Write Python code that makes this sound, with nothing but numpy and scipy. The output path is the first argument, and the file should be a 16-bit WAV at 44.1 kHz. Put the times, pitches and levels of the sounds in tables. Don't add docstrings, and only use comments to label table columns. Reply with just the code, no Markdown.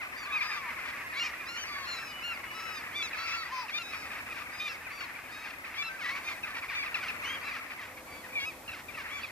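import sys
import numpy as np
from scipy import signal
from scipy.fft import rfft, irfft, next_fast_len
from scipy.io import wavfile
from scipy.ndimage import map_coordinates

SR = 44100
rng = np.random.default_rng(int(sys.argv[2]) if len(sys.argv) > 2 else 0)


def bounce(signal):
    frames = np.transpose(np.atleast_2d(signal))
    limited = np.clip(frames, -1, 1)
    pcm = np.round(limited * 32767).astype(np.int16)
    wavfile.write(sys.argv[1], SR, pcm)


N = 410571

# freq_hz, relative_db
TRAFFIC_SPECTRUM = [(20, -17), (50, -5.5), (80, 1), (125, -5.5), (190, -5), (280, -1), (400, -5.5),
                    (600, -2.5), (1000, -3), (1600, -10.5), (2500, -16), (8000, -17.5)]
# freq_hz, coherence
TRAFFIC_COHERENCE = [(50, 1), (150, 0.85), (700, 0.82), (2000, 0.58), (6000, 0.014)]
# freq_hz, relative_db
HISS_SPECTRUM = [(200, -47), (6000, -29), (9000, -1), (14000, 8)]
# freq_hz, relative_db
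THROAT_RESPONSE = [(300, -65), (750, -13), (1170, 2), (1420, 0.5), (1800, 4), (2580, 3), (2950, -5.5),
                   (3800, -10), (5200, -11.5), (11000, -41)]
# time_s, level_db
FAR_FLOCK_LEVEL = [(0.0, -38.5), (0.2, -41.5), (0.49, -39), (1.3, -41), (2.0, -41.5), (2.09, -45.5),
                   (2.18, -40.5), (2.85, -42), (3.3, -40), (3.6, -43.5), (3.87, -48), (3.98, -41),
                   (4.239, -44), (4.48, -44), (4.6, -41.5), (5.2, -44.5), (6.4, -44), (7.0, -41),
                   (7.19, -41.5), (7.3, -39.5), (7.85, -44), (7.96, -53), (8.4, -48.5), (8.6, -55.5),
                   (8.87, -55), (9.07, -42), (9.3, -46)]
# start_s, length_s, pitch_hz, rise_ratio, end_sag_ratio,
# fundamental_db, second_harmonic_db, beak_hz, beak_db, harshness (0-1)
GULL_CRY_NOTES = [(0.175, 0.066, 1179, -0.056, 0.012, -59, -58, 4700, -52.5, 0.0),
                  (0.278, 0.061, 1166, -0.056, 0.014, -44.5, -58, 3500.0, -56, 0.2),
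                  (0.33, 0.046, 1253, -0.054, 0.016, -49, -34, 3970, -45, 0.1),
                  (0.43, 0.16, 1240, -0.054, 0.053, -46.5, -50, 4860, -48, 0.0),
                  (0.554, 0.13, 1105, -0.26, 0.02, -48.5, -50, 4370, -76, 0.0),
                  (1.173, 0.027, 1137, 0.011, 0.02, -50, -36, 4000, -45.5, 0.6),
                  (1.196, 0.038, 1420, 0.0041, 0.034, -47.5, -34.5, 5130, -43.5, 0.2),
                  (1.233, 0.037, 1240, 0.00092, 0.025, -50, -37, 5370, -48, 1),
                  (1.491, 0.087, 1422, 0.04, 0.013, -50, -48.5, 5140, -49.5, 0.18),
                  (1.572, 0.066, 1528, -0.00031, 0.043, -56, -43, 6000, -49.5, 0.3),
                  (1.677, 0.18, 1137, -0.096, 0.01, -49, -50.5, 4470, -52, 0.46),
                  (1.88, 0.11, 1370, -0.093, -0.00083, -54, -51, 4460, -44.5, 0.13),
                  (1.963, 0.16, 1320, -0.086, 0.039, -56, -50, 5200, -52.5, 0.0),
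                  (2.242, 0.085, 1407, -0.031, 0.023, -49, -39.5, 4600, -49, 0.0),
                  (2.551, 0.23, 1310, -0.048, 0.036, -50, -50, 5100, -50, 0.17),
                  (2.962, 0.066, 1173, -0.042, 0.015, -55, -38.5, 3500, -42, 0.0),
                  (3.026, 0.033, 1325, -0.027, 0.02, -54, -40, 4300, -39, 0),
                  (3.187, 0.14, 1338, 0.0037, 0.0088, -46.5, -46.5, 4700, -48, 0.3),
                  (3.188, 0.23, 1154, -0.0038, 0.047, -61, -52, 4400, -51.5, 0.0),
                  (3.278, 0.075, 1302, 0.056, 0.0047, -65, -41, 5230, -50, 0.7),
                  (3.328, 0.099, 1354, -0.055, 0.027, -44, -51, 4550, -48.5, 0.5),
                  (3.446, 0.032, 1180, 0.0014, 0.038, -67.0, -66.0, 4640, -52.5, 0.1),
                  (3.526, 0.1, 1023, -0.064, 0.01, -40.5, -72, 4830, -51.5, 0.44),
                  (3.554, 0.086, 1300, 0.025, 0.046, -57, -49, 5060, -53.5, 0),
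                  (3.743, 0.045, 1217, 0.02, 0.019, -55, -36.5, 3800, -40.5, 0.24),
                  (3.781, 0.047, 1384, -0.036, 0.015, -48.5, -44, 4700, -48, 0.3),
                  (3.82, 0.095, 1280, 0.02, -0.0085, -72, -49.5, 4600.0, -49, 0.0),
                  (3.914, 0.16, 1276, -0.061, 0.022, -55, -55, 4870, -57, 0.54),
                  (4.536, 0.072, 1250, 0.014, 0.011, -57, -54, 5000.0, -53, 0.0),
                  (4.599, 0.088, 1229, -0.046, 0.03, -53.5, -39.5, 3500, -44.5, 0.33),
                  (4.681, 0.049, 1340, -0.04, 0.032, -58, -45.5, 4900.0, -49.5, 0.4),
                  (4.926, 0.12, 1143, -0.087, 0.029, -58, -58, 4500, -55.5, 0),
                  (5.326, 0.14, 1271, 0.01, 0.034, -61, -51, 4600, -56, 0.36),
                  (5.784, 0.047, 1163, 0.007, 0.0073, -51.5, -36, 3560, -42, 0.22),
                  (5.824, 0.069, 1348, 0.00052, 0.031, -49, -43, 4600, -45.5, 0),
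                  (5.885, 0.079, 1555, 0.0082, 0.004, -47.5, -68, 5600.0, -64, 0.0),
                  (6.048, 0.06, 980, 0.0079, -0.0016, -64, -39.5, 3940, -56, 0.6),
                  (6.105, 0.069, 1118, 0.062, 0.017, -48, -43.5, 4370, -54, 0.5),
                  (6.248, 0.072, 1212, -0.039, 0.019, -58, -43.5, 4170, -49, 0.2),
                  (6.755, 0.061, 1177, -0.063, -0.00053, -61, -38, 3850, -45, 0.14),
                  (7.25, 0.105, 1580, 0.125, 0.033, -68, -43, 6050, -54, 0.0),
                  (7.452, 0.044, 1340, -0.034, 0.018, -56, -45.5, 4500, -50, 0.24),
                  (8.08, 0.13, 1150, -0.025, 0.011, -61.5, -55, 4400, -60, 0.0),
                  (8.329, 0.032, 1240, 0.12, -0.0091, -68, -51, 3700, -63, 0.2),
                  (8.353, 0.044, 1150, -0.078, -0.018, -59, -34, 3470, -48, 0.3),
                  (8.399, 0.058, 1102, 0.052, -0.0069, -58, -40, 3180, -45, 0.74),
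                  (8.454, 0.036, 1266, 0.032, 0.0063, -55, -41.5, 4340, -51, 0),
                  (9.115, 0.081, 1160, 0.012, 0.047, -56, -45.5, 3450, -50, 0.1),
                  (9.217, 0.053, 1170, -0.0092, 0.059, -63, -65, 4060, -54, 0.3)]
# start_s, head_hz, head_db, rasp_db, rasp_length_s
NEAR_CALLS = [(.404, 2425, -31, -40.5, 0.075), (.515, 2424, -38, -46, 0.076),
              (.85, 2290, -48, -43.5, 0.067), (3.127, 2580, -39, -48.5, .11),
              (3.682, 2590, -41, -47, 0.042), (3.92, 2534, -42, -45, 0.054),
              (4.105, 2487, -40.5, -48, 0.11), (4.304, 2500, -41, -49, 0.1), (4.355, 2406, -43, -47, 0.087),
              (5.004, 2780, -42, -42, .055), (5.15, 2340, -44, -59, 0.059), (5.44, 2520, -46, -49, 0.1),
              (5.645, 2460, -41, -50, 0.062), (5.99, 2523, -45, -41, 0.15), (6.148, 2296, -45, -45.5, .06),
              (6.27, 2490, -42, -43.5, 0.076), (6.43, 2603, -35.5, -47.5, 0.11),
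              (6.544, 2390, -41, -43.5, 0.072), (6.622, 2320, -38, -50, 0.057),
              (6.685, 2364, -39, -45, 0.088), (6.825, 2400, -35, -45.5, 0.064),
              (6.86, 2510, -38, -53, 0.05), (6.942, 2574, -33, -41.5, 0.065), (7.005, 2400, -38, -43, .11),
              (7.082, 2700, -34.5, -52, .08), (7.236, 2240, -39, -45.5, 0.081),
              (7.465, 2400, -43, -62, 0.054), (7.516, 2410, -37.5, -45, .085),
              (7.697, 2410, -44, -49, 0.055), (7.781, 2160, -46, -49.5, 0.12),
              (7.968, 2330, -47.5, -55, .05), (8.235, 1900, -48, -54, 0.052),
              (8.678, 2710, -38.5, -52, 0.049), (8.716, 2640, -43, -47.5, 0.11),
              (8.883, 2400, -42.5, -53.5, 0.067), (8.944, 2680, -42, -46.5, .11),
              (9.232, 2530, -35.5, -65, 0.045)]
# start_s, length_s, pitch_hz, level_db
SQUEALS_AND_HUM = [(2.05, 0.3, 2955, -46), (2.42, 0.36, 2904, -47.5), (7.8, 0.97, 513, -59)]
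# freq_hz, t60_s
ECHO_DECAY = [(500, 0.78), (2500, 0.51), (6000, 1)]
# freq_hz, left_lead_rad
PORT_LEAD = [(800, 0.091), (1500, 0.76), (2700, 1.43), (3600, 1.4), (4400, 0.9)]

GLIDE_S = .04


def amp(db):
    return 10 ** (np.asarray(db) / 20)


def unit(x):
    return x / np.sqrt(np.mean(x ** 2) + 1e-20)


def along(points, hz):
    freqs_hz, values = np.transpose(points)
    return np.interp(np.log(hz + 1), np.log(freqs_hz + 1), values)


def wobble(rate_hz, size):
    return map_coordinates(rng.standard_normal(480), [np.arange(size) * rate_hz / SR], mode="mirror")


def filtered(x, response):
    size = next_fast_len(N + SR // 2)
    return irfft(rfft(x, size) * response(np.fft.rfftfreq(size, 1 / SR)), size)[..., :N]


def causal(gain):
    cepstrum = irfft(np.log(gain))
    half = len(cepstrum) // 2
    return np.exp(rfft(np.r_[cepstrum[0], 2 * cepstrum[1:half]], len(cepstrum)))


def fade(t, length, rise, fall):
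    attack = np.sin(np.pi / 2 * np.clip(t / rise, 0, 1))
    return attack * np.sin(np.pi / 2 * np.clip((length - t) / fall, 0, 1))


def place(out, start_s, x, pan_db, lead_samples):
    for channel, sign in zip(out, (1, -1)):
        start = max(round(start_s * SR - sign * lead_samples / 2), 0)
        part = channel[start:start + len(x)]
        part += amp(sign * pan_db / 2) * x[:len(part)]


def traffic(level_db=-49.5, drift_db=1.12):
    def mid_side_gain(hz):
        angle_rad = np.arccos(np.clip(along(TRAFFIC_COHERENCE, hz), -1, 1)) / 2
        return amp(along(TRAFFIC_SPECTRUM, hz)) * [np.cos(angle_rad), np.sin(angle_rad)]
    mid, side = filtered(rng.standard_normal((2, N)), mid_side_gain)
    return amp(level_db + drift_db * wobble(2.216, N)) * unit(np.array([mid + side, mid - side]))


def microphone_hiss(level_db=-59.5):
    hiss = filtered(rng.standard_normal((2, N)), lambda hz: amp(along(HISS_SPECTRUM, hz)))
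    return amp(level_db) * unit(hiss)


def jackdaw_head(head_hz, nominal_s=.02236, overtone_db=-17):
    size = int(2 * nominal_s * SR)
    progress = np.arange(size) / SR / (nominal_s * rng.uniform(.7, 1.3))
    droop = rng.uniform(.04, .21)
    pitch_hz = head_hz * (1 + droop * (.4 - progress) + .025 * wobble(500, size))
    phase = 2 * np.pi * np.cumsum(pitch_hz) / SR
    subharmonic = 2 * progress * np.sin(phase / 2)
    partials = subharmonic + wobble(250, size) * np.sin(1.5 * phase) + np.sin(2 * phase) / 2
    tone = np.sqrt(2) * (np.sin(phase) + amp(overtone_db) * partials)
    return tone * amp(2 * wobble(250, size)) * fade(progress, 1.3, .13, .75)


def jackdaw_rasp(head_hz, length_s, pulse_ratio=.33, breath=.093):
    jitter, fall = rng.uniform(.06, .2), rng.uniform(.35, .85)
    t = np.arange(int(length_s * SR)) / SR
    progress = t / length_s
    onset_hz = head_hz * pulse_ratio * rng.uniform(.8, 1.25)
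    wander = jitter * progress ** 1.5 * wobble(600, len(t))
    rate_hz = onset_hz * np.exp(wander - fall * np.sin(np.pi / 2 * progress))
    from_pulse_samples = (np.cumsum(rate_hz) / SR % 1 - .5) * SR / rate_hz
    pulses = unit(np.exp(-from_pulse_samples ** 2))
    air = (breath + .3 * progress ** 2) * rng.standard_normal(SR // 2)[:len(t)]
    voice = unit((pulses + air) * amp(2.5 * wobble(160, len(t))))
    return voice * fade(t, length_s, .25 * length_s, .35 * length_s)


def bounced(x, gain, count=4, longest_s=.007):
    paths = np.zeros(int(longest_s * SR))
    paths[0] = 1
    paths[rng.integers(len(paths) // 10, len(paths), count)] = gain
    return signal.fftconvolve(x, paths / np.linalg.norm(paths))


def flock(calls, pan_db, spread_samples):
    heads, rasps = np.zeros((2, 2, N))
    directions = rng.standard_normal((len(calls), 2)) * [2, spread_samples] + [pan_db, 0]
    for (start_s, head_hz, head_db, rasp_db, length_s), direction in zip(calls, directions):
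        head, rasp = jackdaw_head(head_hz), jackdaw_rasp(head_hz, length_s)
        place(heads, start_s, amp(head_db) * bounced(head, gain=.1), *direction)
        place(rasps, start_s, amp(rasp_db) * bounced(rasp, gain=.35), *direction)
    return heads + filtered(rasps, lambda hz: causal(unit(amp(along(THROAT_RESPONSE, hz)))))


def far_jackdaws(count=380, head_over_rasp_db=2.5, shelf_hz=2900, treble_db=-6):
    timing, pitch, nearness, stretch = rng.standard_normal((count, 4)).T
    start_s = (np.arange(count) + timing / 2) / count * N / SR
    head_hz = 2180 * np.exp(.15 * np.clip(pitch, -2, 1))
    rasp_db = 3.5 * np.clip(nearness, -2, .5)
    length_s = .065 * np.exp(stretch / 10)
    calls = np.column_stack([start_s, head_hz, rasp_db + head_over_rasp_db, rasp_db, length_s])
    babble = flock(calls, pan_db=.9, spread_samples=3.6)
    babble = filtered(babble, lambda hz: amp(treble_db * (1 - 1 / (1 + (hz / shelf_hz) ** 20))))
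    level_db = np.interp(np.arange(N) / SR, *np.transpose(FAR_FLOCK_LEVEL))
    return amp(level_db) * unit(babble + amp(-6) * echoes(babble))


def gull_note(length_s, mid_hz, rise, sag, first_db, second_db, beak_hz, beak_db, harshness,
              lead_s, trail_s, harmonics=6, flutter_db=2, edge_s=.004):
    def beak_level_db(hz, width_hz=700, valley_db=10, tilt_db_per_hz=.0024):
        offset_hz = hz - beak_hz
        off_peak = 1 - np.exp(-(offset_hz / width_hz) ** 2)
        return beak_db - valley_db * off_peak - tilt_db_per_hz * offset_hz
    total_s = lead_s + length_s + trail_s
    size = int(total_s * SR)
    t = np.arange(size) / SR - lead_s
    from_mid = np.clip(t / length_s, 0, 1) - .5
    slack = (np.maximum(-t, 0) + np.maximum(t - length_s, 0)) / GLIDE_S
    pitch_hz = mid_hz * (1 + rise * from_mid - sag * (2 * from_mid) ** 2) * (1 - .2 * slack ** 1.15)
    waver = 1 + .0045 * wobble(74.4, size) + .0073 * wobble(904, size)
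    phase = 2 * np.pi * np.cumsum(pitch_hz * waver) / SR
    note = np.zeros(size)
    for k in range(1, harmonics + 1):
        upper_db = beak_level_db(k * pitch_hz) + 2.5 * wobble(20, size) - 1
        harmonic_db = {1: first_db, 2: second_db}.get(k, upper_db)
        grain = 1 + (.14 + .3 * harshness) * min(k / harmonics * 2, 1) * wobble(1200, size)
        note += amp(harmonic_db + flutter_db * wobble(51.8, size)) * grain * np.sin(k * phase)
        between_db = beak_level_db((k + .5) * pitch_hz) + flutter_db * wobble(102, size)
        note += harshness * amp(between_db) * np.sin((k + .5) * phase)
    pressure = amp(-15 * slack ** .65) * fade(t + lead_s, total_s, edge_s, edge_s)
    return np.sqrt(2) * note * pressure


def gulls(gain_db=2, air_cutoff_hz=7100, pan_db=2, spread_samples=1.4, join_s=.009, overlap_s=.0015):
    def slide_s(gaps_s):
        return overlap_s if np.abs(gaps_s).min() < join_s else GLIDE_S
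    out = np.zeros((2, N))
    starts_s, lengths_s = np.transpose(GULL_CRY_NOTES)[:2]
    directions = rng.standard_normal((len(starts_s), 2)) * [1, spread_samples] + [pan_db, 0]
    for (start_s, length_s, *voice), direction in zip(GULL_CRY_NOTES, directions):
        lead_s = slide_s(starts_s + lengths_s - start_s)
        trail_s = slide_s(starts_s - start_s - length_s)
        place(out, start_s - lead_s, gull_note(length_s, *voice, lead_s, trail_s), *direction)
    return amp(gain_db) * filtered(out, lambda hz: 1 / np.sqrt(1 + (hz / air_cutoff_hz) ** 20))


def near_jackdaws():
    return flock(NEAR_CALLS, pan_db=1.5, spread_samples=1.4)


def far_tones(waver=.0061, flutter_db=3):
    out = np.zeros((2, N))
    for start_s, length_s, pitch_hz, level_db in SQUEALS_AND_HUM:
        t = np.arange(int(length_s * SR)) / SR
        tone = np.sin(2 * np.pi * np.cumsum(pitch_hz * (1 + waver * wobble(152, len(t)))) / SR)
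        tone *= amp(level_db + flutter_db * wobble(20, len(t)))
        tone *= fade(t, length_s, length_s / 3, length_s / 2)
        place(out, start_s, tone, pan_db=1, lead_samples=0)
    return out


def echoes(x):
    hz, t, spectra = signal.stft(rng.standard_normal((2, SR)), SR, nperseg=256)
    decay = amp(-60 * t / along(ECHO_DECAY, hz)[:, None])
    tail = signal.istft(spectra * decay, SR, nperseg=256)[1]
    tail = np.pad(tail / np.linalg.norm(tail[0]), ((0, 0), (SR // 50, 0)))
    return signal.fftconvolve(x, tail, axes=1)[:, :N]


def scene():
    birds = gulls() + near_jackdaws() + far_jackdaws()
    birds = filtered(birds, lambda hz: np.exp(np.outer([.5j, -.5j], along(PORT_LEAD, hz))))
    return birds + amp(-15) * echoes(birds) + far_tones() + traffic() + microphone_hiss()


def record(dry):
    limit_hz = 14270
    return filtered(dry, lambda hz: hz < limit_hz)


dry = scene()
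out = record(dry)
bounce(out)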